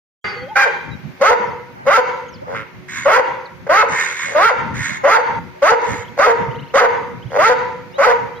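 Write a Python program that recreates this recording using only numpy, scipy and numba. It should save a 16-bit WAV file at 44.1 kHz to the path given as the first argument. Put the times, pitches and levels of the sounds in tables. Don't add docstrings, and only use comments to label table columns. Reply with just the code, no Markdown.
import sys
import numpy as np
from scipy import signal
from scipy.fft import rfft, irfft
from scipy.io import wavfile
from scipy.ndimage import uniform_filter1d
from numba import njit

SR = 44100
rng = np.random.default_rng(int(sys.argv[2]) if len(sys.argv) > 2 else 0)


def master(y):
    cut = np.clip(np.atleast_2d(y).T, -1, 1)
    pcm = np.round(cut * 32767)
    wavfile.write(sys.argv[1], SR, pcm.astype(np.int16))


def magnitude_from_level(level_db):
    exponent = np.asarray(level_db, float) / 20
    return 10 ** exponent


N = 370440
TIME = np.arange(N) / SR

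# (f/Hz, level per Hz/dB)
HUSH = [(200, -37), (300, -2), (600, -0.5), (1400, -3.5), (2200, -0.5), (3000, -10), (6500, -19),
        (7500, -28.5), (12000, -25.5), (15500, -16.5)]
# (f/Hz, level/dB)
HUM = [(172, -53.5), (368, -50.5)]

# (t/s, growl length/s, jaws shut after/s, top fold f/Hz, level/dB)
BARKS = [(1.208, 0.02, 0.094, 449.4, -6), (1.862, 0.024, .11, 451.5, -7), (3.05, 0.036, 0.12, 477, -6.5),
         (3.689, 0.017, 0.13, 440.4, -8), (4.345, 0.038, 0.14, 461.7, -7.5), (5.034, .027, 0.13, 460, -5.5),
         (5.618, 0.033, 0.095, 448.6, -3.5), (6.182, .015, 0.082, 436.1, -7),
         (6.736, .022, .068, 437.8, -5.5), (7.38, 0.022, 0.11, 461.3, -6.5),
         (7.978, 0.03, 0.086, 441.4, -9.5)]
# (fold f/Hz as they part, mouth f/Hz and throat ring level/dB before they shut, run-out/s)
JAWS = [(274.6, 980, 7, 0.043), (267.5, 1100, -12.5, 0.035), (295.3, 1100, -3, 0.034),
        (307.5, 1136, -18.5, 0.023), (304.7, 1120, -24, 0.022), (267.8, 956, -11, 0.039),
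        (291.4, 900, 11, 0.037), (290.3, 1160, 8.5, 0.066), (255, 1040, 0.5, 0.0654), (301, 530, 6, 0.051),
        (275, 630, 10, 0.0668)]
BARK_ROUGH = [.45, .4, .75, .38, .3, .8, .35, .55, .65, .25, .55]
# (share of its time, share of pitch rise, level/dB, mouth f/Hz, throat ring level/dB)
CLIMB = [(0, 0.078, -7, 1130, 6.5), (.33, .55, -6.5, 1130, 2.5), (.7, .98, -3, 1270, -5.5)]
# (level/dB, mouth f/Hz, throat ring level/dB)
ONSET = (-14, 1140, 9.7)
SHUT = (-2, 958, 6.4)
SLACK = (-5.5, 980, 3.2)
# (t/s, length/s, first fold f/Hz, level/dB, swell level/dB)
GROWLS = [(1.195, 0.021, 123, -37, 4), (1.848, .02, 129.6, -37.5, 15), (3.665, 0.021, 86.4, -23, -16),
          (4.272, 0.078, 83.5, -41.5, 8), (6.169, 0.012, 122, -30.5, 30), (7.302, 0.079, 62.5, -36, 28)]
GROWL_ROUGH = [.4, .4, .3, .4, .4, .15]
# (t/s, fold f/Hz, level/dB, mouth f/Hz, throat ring level/dB)
GRUMBLES = [
    [(.02, 281, -28.5, 1200, 59), (.08, 433, 1.5, 1495, -14), (.15, 267, -41, 950, 5)],
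    [(.556, 280.5, -16, 1470, -55), (.645, 275.3, -24, 833, -2.5), (.69, 152.4, -12.5, 1030, 13)],
    [(.554, 767.4, -21.5, 1640, -5.5), (.58, 818, -15.5, 1450, -4), (.655, 771, -12, 1554, -18)],
    [(2.468, 82.6, -36.5, 904, 16), (2.54, 94.7, -34.5, 937, 5.5), (2.56, 108.8, -29, 1475, -11),
     (2.62, 109.3, -37.5, 1410, -11), (2.65, 92, -48, 1300, -2)],
]
GRUMBLE_ROUGH = [.4, .6, .32, .3]
# (f/Hz, width/Hz, level/dB)
SNOUT = [(1495, 166, 8.5), (2006, 247, 4.5), (2290, 110, -27.5)]
# (f/Hz, width/Hz, level/dB)
BREATH = [(3530, 900, -2), (4600, 333, 3.5), (6330, 650, -0.5), (9900, 250, -49), (12600, 12000, -17)]

# (t/s, length/s, from f/Hz, to f/Hz, level/dB)
WHISTLES = [(.39, .12, 1930, 2030, -39), (.33, .24, 810, 800, -41), (.36, .22, 3240, 3200, -47),
            (.33, .18, 4480, 4470, -42), (.2, .19, 4760, 4470, -32), (.25, .11, 5230, 4920, -43),
            (1.457, .082, 6000, 3900, -47), (2.278, .032, 6900, 5700, -47), (2.32, .052, 6100, 3700, -42),
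            (3.452, .02, 4830, 3460, -36), (4.942, .03, 2800, 3530, -42), (.905, .049, 3900, 3800, -37),
            (7.903, .039, 4100, 5600, -50), (7.923, .06, 2630, 3400, -40), (7.935, .045, 3500, 4100, -38),
            (8.347, .04, 3070, 3400, -43), (8.351, .04, 3750, 3980, -41)]
# (t/s, chirps, spacing/s, from f/Hz, level/dB)
TRILLS = [(2.258, 6, .024, 2700, -45), (5.99, 4, .027, 2700, -40), (6.5, 6, .039, 2550, -40),
          (6.55, 4, .039, 3400, -48), (7.218, 4, .038, 2750, -40)]
# (f/Hz, level per Hz/dB)
RUMBLE = [(12, -77), (20, -51), (57, -11.5), (125, -1), (282, -7.5), (331, -15.5), (380, -19), (400, -18),
          (520, -60.5), (880, -120)]
# (t/s, half length/s, level/dB, left minus right level/dB)
GUSTS = [(0.215, 0.05, -36, 14), (0.903, 0.049, -41.5, 20), (1.076, 0.066, -40, -5), (1.535, 0.051, -41, 0),
         (2.55, 0.06, -38, 1), (2.94, 0.068, -54, 27), (4.686, .12, -34, 7.5), (4.953, 0.17, -45, -5),
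         (5.395, .1, -36.5, -2), (5.918, 0.027, -21, -15), (6.52, 0.15, -34, -7.5), (7.206, 0.45, -42.5, 4),
         (7.505, 0.24, -47.5, -14), (8.204, 0.067, -47, -4)]
# (t/s, peak level/dB, f/Hz, left minus right level/dB)
PUFFS = [(1.047, -20.5, 150, -9), (1.205, -29, 210, -5), (1.299, -27, 87, 8), (1.397, -25, 211, -0.5),
         (1.87, -25, 255, -3), (4.456, -31, 124, 18), (4.804, -20, 125, -12), (5.711, -22, 128.4, 16),
         (5.912, -57, 123, -30), (5.985, -35, 105, -31), (6.387, -37, 145, -14), (6.483, -21, 135, -17),
         (6.62, -27, 142, 13), (7.254, -20.5, 123, -13)]
# (t/s, f/Hz, level/dB)
WHINE = [
    (.3, 486.5, -48),
    (.39, 485, -31.5),
    (.46, 524, -27),
    (.48, 586, -30),
    (.49, 790, -38),
    (.52, 892, -21),
    (.555, 800, -33),
]
# (t/s, length/s, level/dB)
CAWS = [
    (2.881, 0.21, -26.5),
    (3.882, 0.26, -19.5),
    (4.116, 0.24, -24),
    (4.74, 0.25, -23.5),
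    (5.802, 0.24, -29.5),
]
# (f/Hz, width/Hz, level/dB)
BEAK = [(965, 130, -2.5), (1650, 490, 8.5), (1944, 554, 11), (2141, 222, 11), (3670, 700, -9),
        (6760, 475, -3), (9020, 380, -11.5), (11900, 1150, -23.5)]

# (delay t/s, level/dB)
ECHOES = [(.004, -7), (.009, -9), (.016, -9), (.024, -11), (.035, -12), (.048, -14), (.11, -18)]
# (delay t/s, level/dB)
SCATTER = [(0, -10.5), (.03, 4.5), (.15, -5), (.27, -13.5), (.4, -28), (.6, -38.5), (1.2, -83)]
# (f/Hz, level/dB)
BRICK = [(300, 12.5), (500, -3.5), (700, -10.5), (920, 5), (1150, -7.5), (1500, -6), (2200, -5.5),
         (3200, -7), (7000, -11), (9000, -15), (16000, -21)]
# (f/Hz, phase/rad)
PORT_LEAD = [(0, 0), (600, -0.1), (860, 0.8), (2240, 0.4), (4220, 3.2), (4740, 3.9), (5340, 7.8),
             (7150, 9.5), (9910, 18.7), (11600, 19.1), (12200, 21.6), (13100, 22.1), (13800, 24.8),
             (15200, 25.2)]
# (f/Hz, left minus right level/dB)
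PORT_TILT = [(60, 0.5), (110, 0.0), (200, -1.5), (380, 3.0), (700, 1.0), (1290, -3), (2380, -6),
             (4400, -3.5), (8120, -2.5), (15000, 4.0)]
# (f/Hz, share of time empty)
HOLES = [(2700, 0), (3400, .12), (6600, .1), (7200, .4), (10000, .5), (11500, .35), (13500, .6),
         (15500, .9)]


def level(x, db):
    return x * magnitude_from_level(db) / np.sqrt(np.mean(x ** 2))


def colour(x, points):
    hz, db = np.transpose(points)
    f = np.fft.rfftfreq(x.shape[-1], 1 / SR)
    gain = magnitude_from_level(np.interp(np.log(f + 1), np.log(hz), db))
    return irfft(rfft(x) * gain, x.shape[-1])


@njit
def svf(x, hz, width):
    y, band, low = np.empty(len(x)), 0., 0.
    for i in range(len(x)):
        g, k = np.tan(np.pi * hz[i] / SR), width / hz[i]
        v = (band + g * (x[i] - low)) / (1 + g * (g + k))
        band, low, y[i] = 2 * v - band, low + 2 * g * v, k * v
    return y


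@njit
def fire(hz, rough, chance, jitter, shimmer):
    pulses, phase, k = np.zeros(len(hz) + 1), .9, 0
    for i in range(len(hz)):
        step = hz[i] * np.exp(jitter * rough[i] * chance[k, 0]) / SR
        phase += step
        if phase >= 1:
            phase, k = phase - 1, k + 1
            size = np.exp(shimmer * rough[i] * chance[k, 1]) * np.sqrt(SR / hz[i])
            pulses[i] += size * phase / step
            pulses[i + 1] += size * (1 - phase / step)
    return pulses[:-1]


@njit
def limiter(loud, top, attack, release):
    gain, e = np.empty(len(loud)), 0.
    for i in range(len(loud)):
        e += (loud[i] - e) * (attack if loud[i] > e else release)
        gain[i] = min(1., top / (e + 1e-9))
    return gain


def modes(x, table):
    out = 0
    for k, (hz, width, db) in enumerate(table):
        out = out + (-1) ** k * magnitude_from_level(db) * svf(x, np.full(len(x), 1. 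* hz), 1. * width)
    return out


def play(rows, fade):
    s, *columns = np.transpose(rows)
    a = int(s[0] * SR)
    t = TIME[a:int(s[-1] * SR)]
    edge = np.clip(np.minimum(t - s[0], (s[-1] - t) / 2) / fade, 0, 1)
    return a, edge, [np.interp(t, s, c) for c in columns]


def walk(rate):
    k = int(SR / rate)
    held = np.repeat(rng.standard_normal(N // k + 1), k)
    return 1.3 * uniform_filter1d(uniform_filter1d(held, k), k)[:N]


def village():
    hush = level(colour(rng.standard_normal((2, N)), HUSH) * magnitude_from_level(walk(3)), -45.5)
    hum = sum(magnitude_from_level(db + 2 * walk(12)) * np.sin(2 * np.pi * hz * TIME) for hz, db in HUM)
    return hush + hum


def growl(s, length, hz, db, swell_db):
    rise_per_s, mouth_hz, throat_db = 9, 880, 8
    return [(s + u * length, hz * np.exp(rise_per_s * u * length), db + swell_db * u ** 2, mouth_hz, throat_db)
            for u in np.linspace(0, 1, num=4)]


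def bark(s, growl_s, shut_s, top_hz, db, open_hz, late_mouth_hz, late_ring_db, slack_s):
    rows = [(s, .94 * open_hz, db + ONSET[0], *ONSET[1:])]
    for u, rise, d, mouth_hz, ring_db in CLIMB + [(0.99, 1, -1.5, late_mouth_hz, late_ring_db)]:
        t = s + growl_s + u * (shut_s - growl_s)
        rows.append((t, open_hz + rise * (top_hz - open_hz), db + d, mouth_hz, ring_db))
    over = max(shut_s - .112, 0)
    closed = s + shut_s + .004 + .9 * over
    left_db = db - 300 * over
    rows.append((closed, .545 * top_hz, left_db + SHUT[0], *SHUT[1:]))
    rows.append((closed + slack_s, .525 * top_hz, left_db + SLACK[0], *SLACK[1:]))
    return rows


def dog():
    throat_hz, throat_width_hz, mouth_width_hz = 499, 123., 309.
    out = np.zeros(N)
    sputter = walk(40)
    barks = [bark(*row, *jaw) for row, jaw in zip(BARKS, JAWS)]
    calls = barks + [growl(*row) for row in GROWLS] + GRUMBLES
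    for rows, hoarse in zip(calls, BARK_ROUGH + GROWL_ROUGH + GRUMBLE_ROUGH):
        a, edge, (hz, db, mouth_hz, throat_db) = play(rows, fade=.008)
        rough = hoarse * np.clip(400 / hz, .8, 1.05) ** 1.5
        folds = fire(hz, rough, rng.standard_normal((400, 2)), .065, .4)
        air = rng.standard_normal(len(hz))
        drive = folds + .4 * rough * air
        turbulent = drive + (.35 + rough) * np.sqrt(hoarse / .2) * air

        still = np.clip(2 * hz, throat_hz, 1.092 * throat_hz)
        throat = svf(svf(drive, still, throat_width_hz), still, 1.54 * throat_width_hz)
        mouth = svf(svf(drive, mouth_hz, mouth_width_hz), mouth_hz, 4.4 * mouth_width_hz)
        snout = level(modes(turbulent, SNOUT), -2)
        front = level(snout - level(mouth, 0), 0)
        ring = magnitude_from_level(throat_db)
        voice = (ring * level(throat, 0) + front) / np.sqrt(1 + ring ** 2)

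        rush = magnitude_from_level(13.5 * np.log2(np.clip(hz, 310, 460) / 350))
        breath = rush * level(modes(air + 0.029 * folds, BREATH), -24.5)
        breath = breath * magnitude_from_level(2.01 * sputter[a:a + len(hz)])
        out[a:a + len(hz)] += edge * magnitude_from_level(db + 7) * (voice + breath)
    chest_cut = signal.butter(4, 560, "high", fs=SR, output="sos")
    return signal.sosfilt(chest_cut, out)


def songbirds():
    out = np.zeros(N + SR)
    chirps = []
    for s, count, gap, lo, db in TRILLS:
        for k in range(int(count)):
            chirps.append((s + k * gap, .75 * gap, lo, 1.32 * lo, db))
    flutter = walk(90)
    for s, length, lo, hi, db in WHISTLES + chirps:
        a = int(s * SR)
        u = np.linspace(0, 1, int(length * SR))
        reach, strength = rng.standard_normal(2)
        hz = lo + (hi - lo) * (1 + .06 * reach) * u
        tone = np.sin(2 * np.pi * np.cumsum(hz) / SR)
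        waver = magnitude_from_level(strength - 2 + 3 * np.resize(flutter[a:], len(u)))
        out[a:a + len(u)] += magnitude_from_level(db) * waver * np.sin(np.pi * u) * tone
    return out[:N]


def wind():
    side = np.array([[.5], [-.5]])
    flicker = magnitude_from_level(4.5 * np.array([walk(18), walk(18)]))
    out = level(flicker * colour(rng.standard_normal((2, N)), RUMBLE), 1.63)
    calm = magnitude_from_level(-44.5)
    out *= calm + sum(magnitude_from_level(db + side * pan) * np.exp(-((TIME - s) / half) ** 2) for s, half, db, pan in GUSTS)
    u = np.arange(2200) / SR
    for s, db, hz, pan in PUFFS:
        puff = np.sin(2 * np.pi * hz * u) * u / 0.012 * np.exp(1 - u / 0.0076)
        out[:, int(s * SR):int(s * SR) + len(u)] += magnitude_from_level(db + side * pan) * puff
    return out


def whine():
    out = np.zeros(N)
    a, edge, (hz, db) = play(WHINE, fade=0.0057)
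    waver_db = 3.9 * walk(65.5)[:len(hz)]
    out[a:a + len(hz)] = edge * magnitude_from_level(db + waver_db) * np.sin(2 * np.pi * np.cumsum(hz) / SR)
    return out


def crow():
    pitch_hz, sag, peak = 364, .035, 0.46
    out = np.zeros(N)
    for s, length, db in CAWS:
        rows = [(s, db - 10, pitch_hz * (1 + sag)),
                (s + peak * length, db, pitch_hz),
                (s + length, db - 9.5, pitch_hz * (1 - sag))]
        a, edge, (db, hz) = play(rows, fade=.007)
        pulses = fire(hz, np.ones(len(hz)), rng.standard_normal((400, 2)), 0.0324, 0.13)
        rattle = 1 + .4 * np.sin(2 * np.pi * 79 * TIME[:len(hz)])
        rasp = rattle * (pulses + 1.1 * rng.standard_normal(len(hz)))
        out[a:a + len(hz)] += edge * magnitude_from_level(db) * level(modes(rasp, BEAK), 0.68)
    return out


def yard(x):
    t = TIME[:int(1.2 * SR)]
    shared, own = rng.standard_normal(len(t)), rng.standard_normal((2, len(t)))
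    own = colour(own, [(300, 14.5), (700, -8), (2500, 7), (16000, -13.5)])
    response = (shared + own) * magnitude_from_level(np.interp(t, *np.transpose(SCATTER)) - 48.5)
    for k, (delay, db) in enumerate(ECHOES):
        side = np.array([1, -1]) * (-1) ** k
        response[[0, 1], int(delay * SR) - 9 * side] += magnitude_from_level(db + 3 * side)
    wet = signal.fftconvolve(colour(response, BRICK), x[None], axes=1)[:, :N]
    skipped = (TIME > 5.39) & (TIME < BARKS[6][0])
    return wet * magnitude_from_level(-8 * skipped)


def ports(x):
    f = np.fft.rfftfreq(N, 1 / SR)
    lead = np.interp(f, *np.transpose(PORT_LEAD))
    tilt_hz, tilt_db = np.transpose(PORT_TILT)
    tilt = np.interp(np.log(f + 1), np.log(tilt_hz), tilt_db)
    half = magnitude_from_level(tilt / 2) * np.exp(.5j * lead)
    return irfft(rfft(x) * np.array([half, 1 / half]), N)


def treble_holes(x):
    f, t, cells = signal.stft(x, SR, nperseg=2048, noverlap=1536)
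    band = (f // 150).astype(int)
    chance = uniform_filter1d(rng.standard_normal((band.max() + 1, len(t))), size=6, axis=1)
    rank = chance.argsort(axis=1).argsort(axis=1) / len(t)
    empty = rank[band] < np.interp(f, *np.transpose(HOLES))[:, None]
    return signal.istft(cells * ~empty, SR, nperseg=2048, noverlap=1536)[1][:, :N]


def scene():
    animals = dog() + crow()
    birds = songbirds() + whine()
    direct = ports(animals) + magnitude_from_level(-2) * birds
    return direct + yard(animals + magnitude_from_level(-10) * birds) + wind() + village()


def band_limit(x):
    return signal.sosfilt(signal.butter(12, 15710, fs=SR, output="sos"), x)


def record(dry):
    gain = limiter(np.abs(dry).max(axis=0), .7, 1 / (.001 * SR), 1 / (.08 * SR))
    held = dry * np.roll(gain, -60)
    rounded = .85 * np.tanh((1.15 * held + .03 * held ** 2) / .85)
    started = rounded * np.clip((TIME - .241) / .004, 0, 1)
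    cut = signal.sosfilt(signal.ellip(8, .2, 70, 15350, fs=SR, output="sos"), started)
    return band_limit(treble_holes(cut))


dry = scene()
out = record(dry)
master(out)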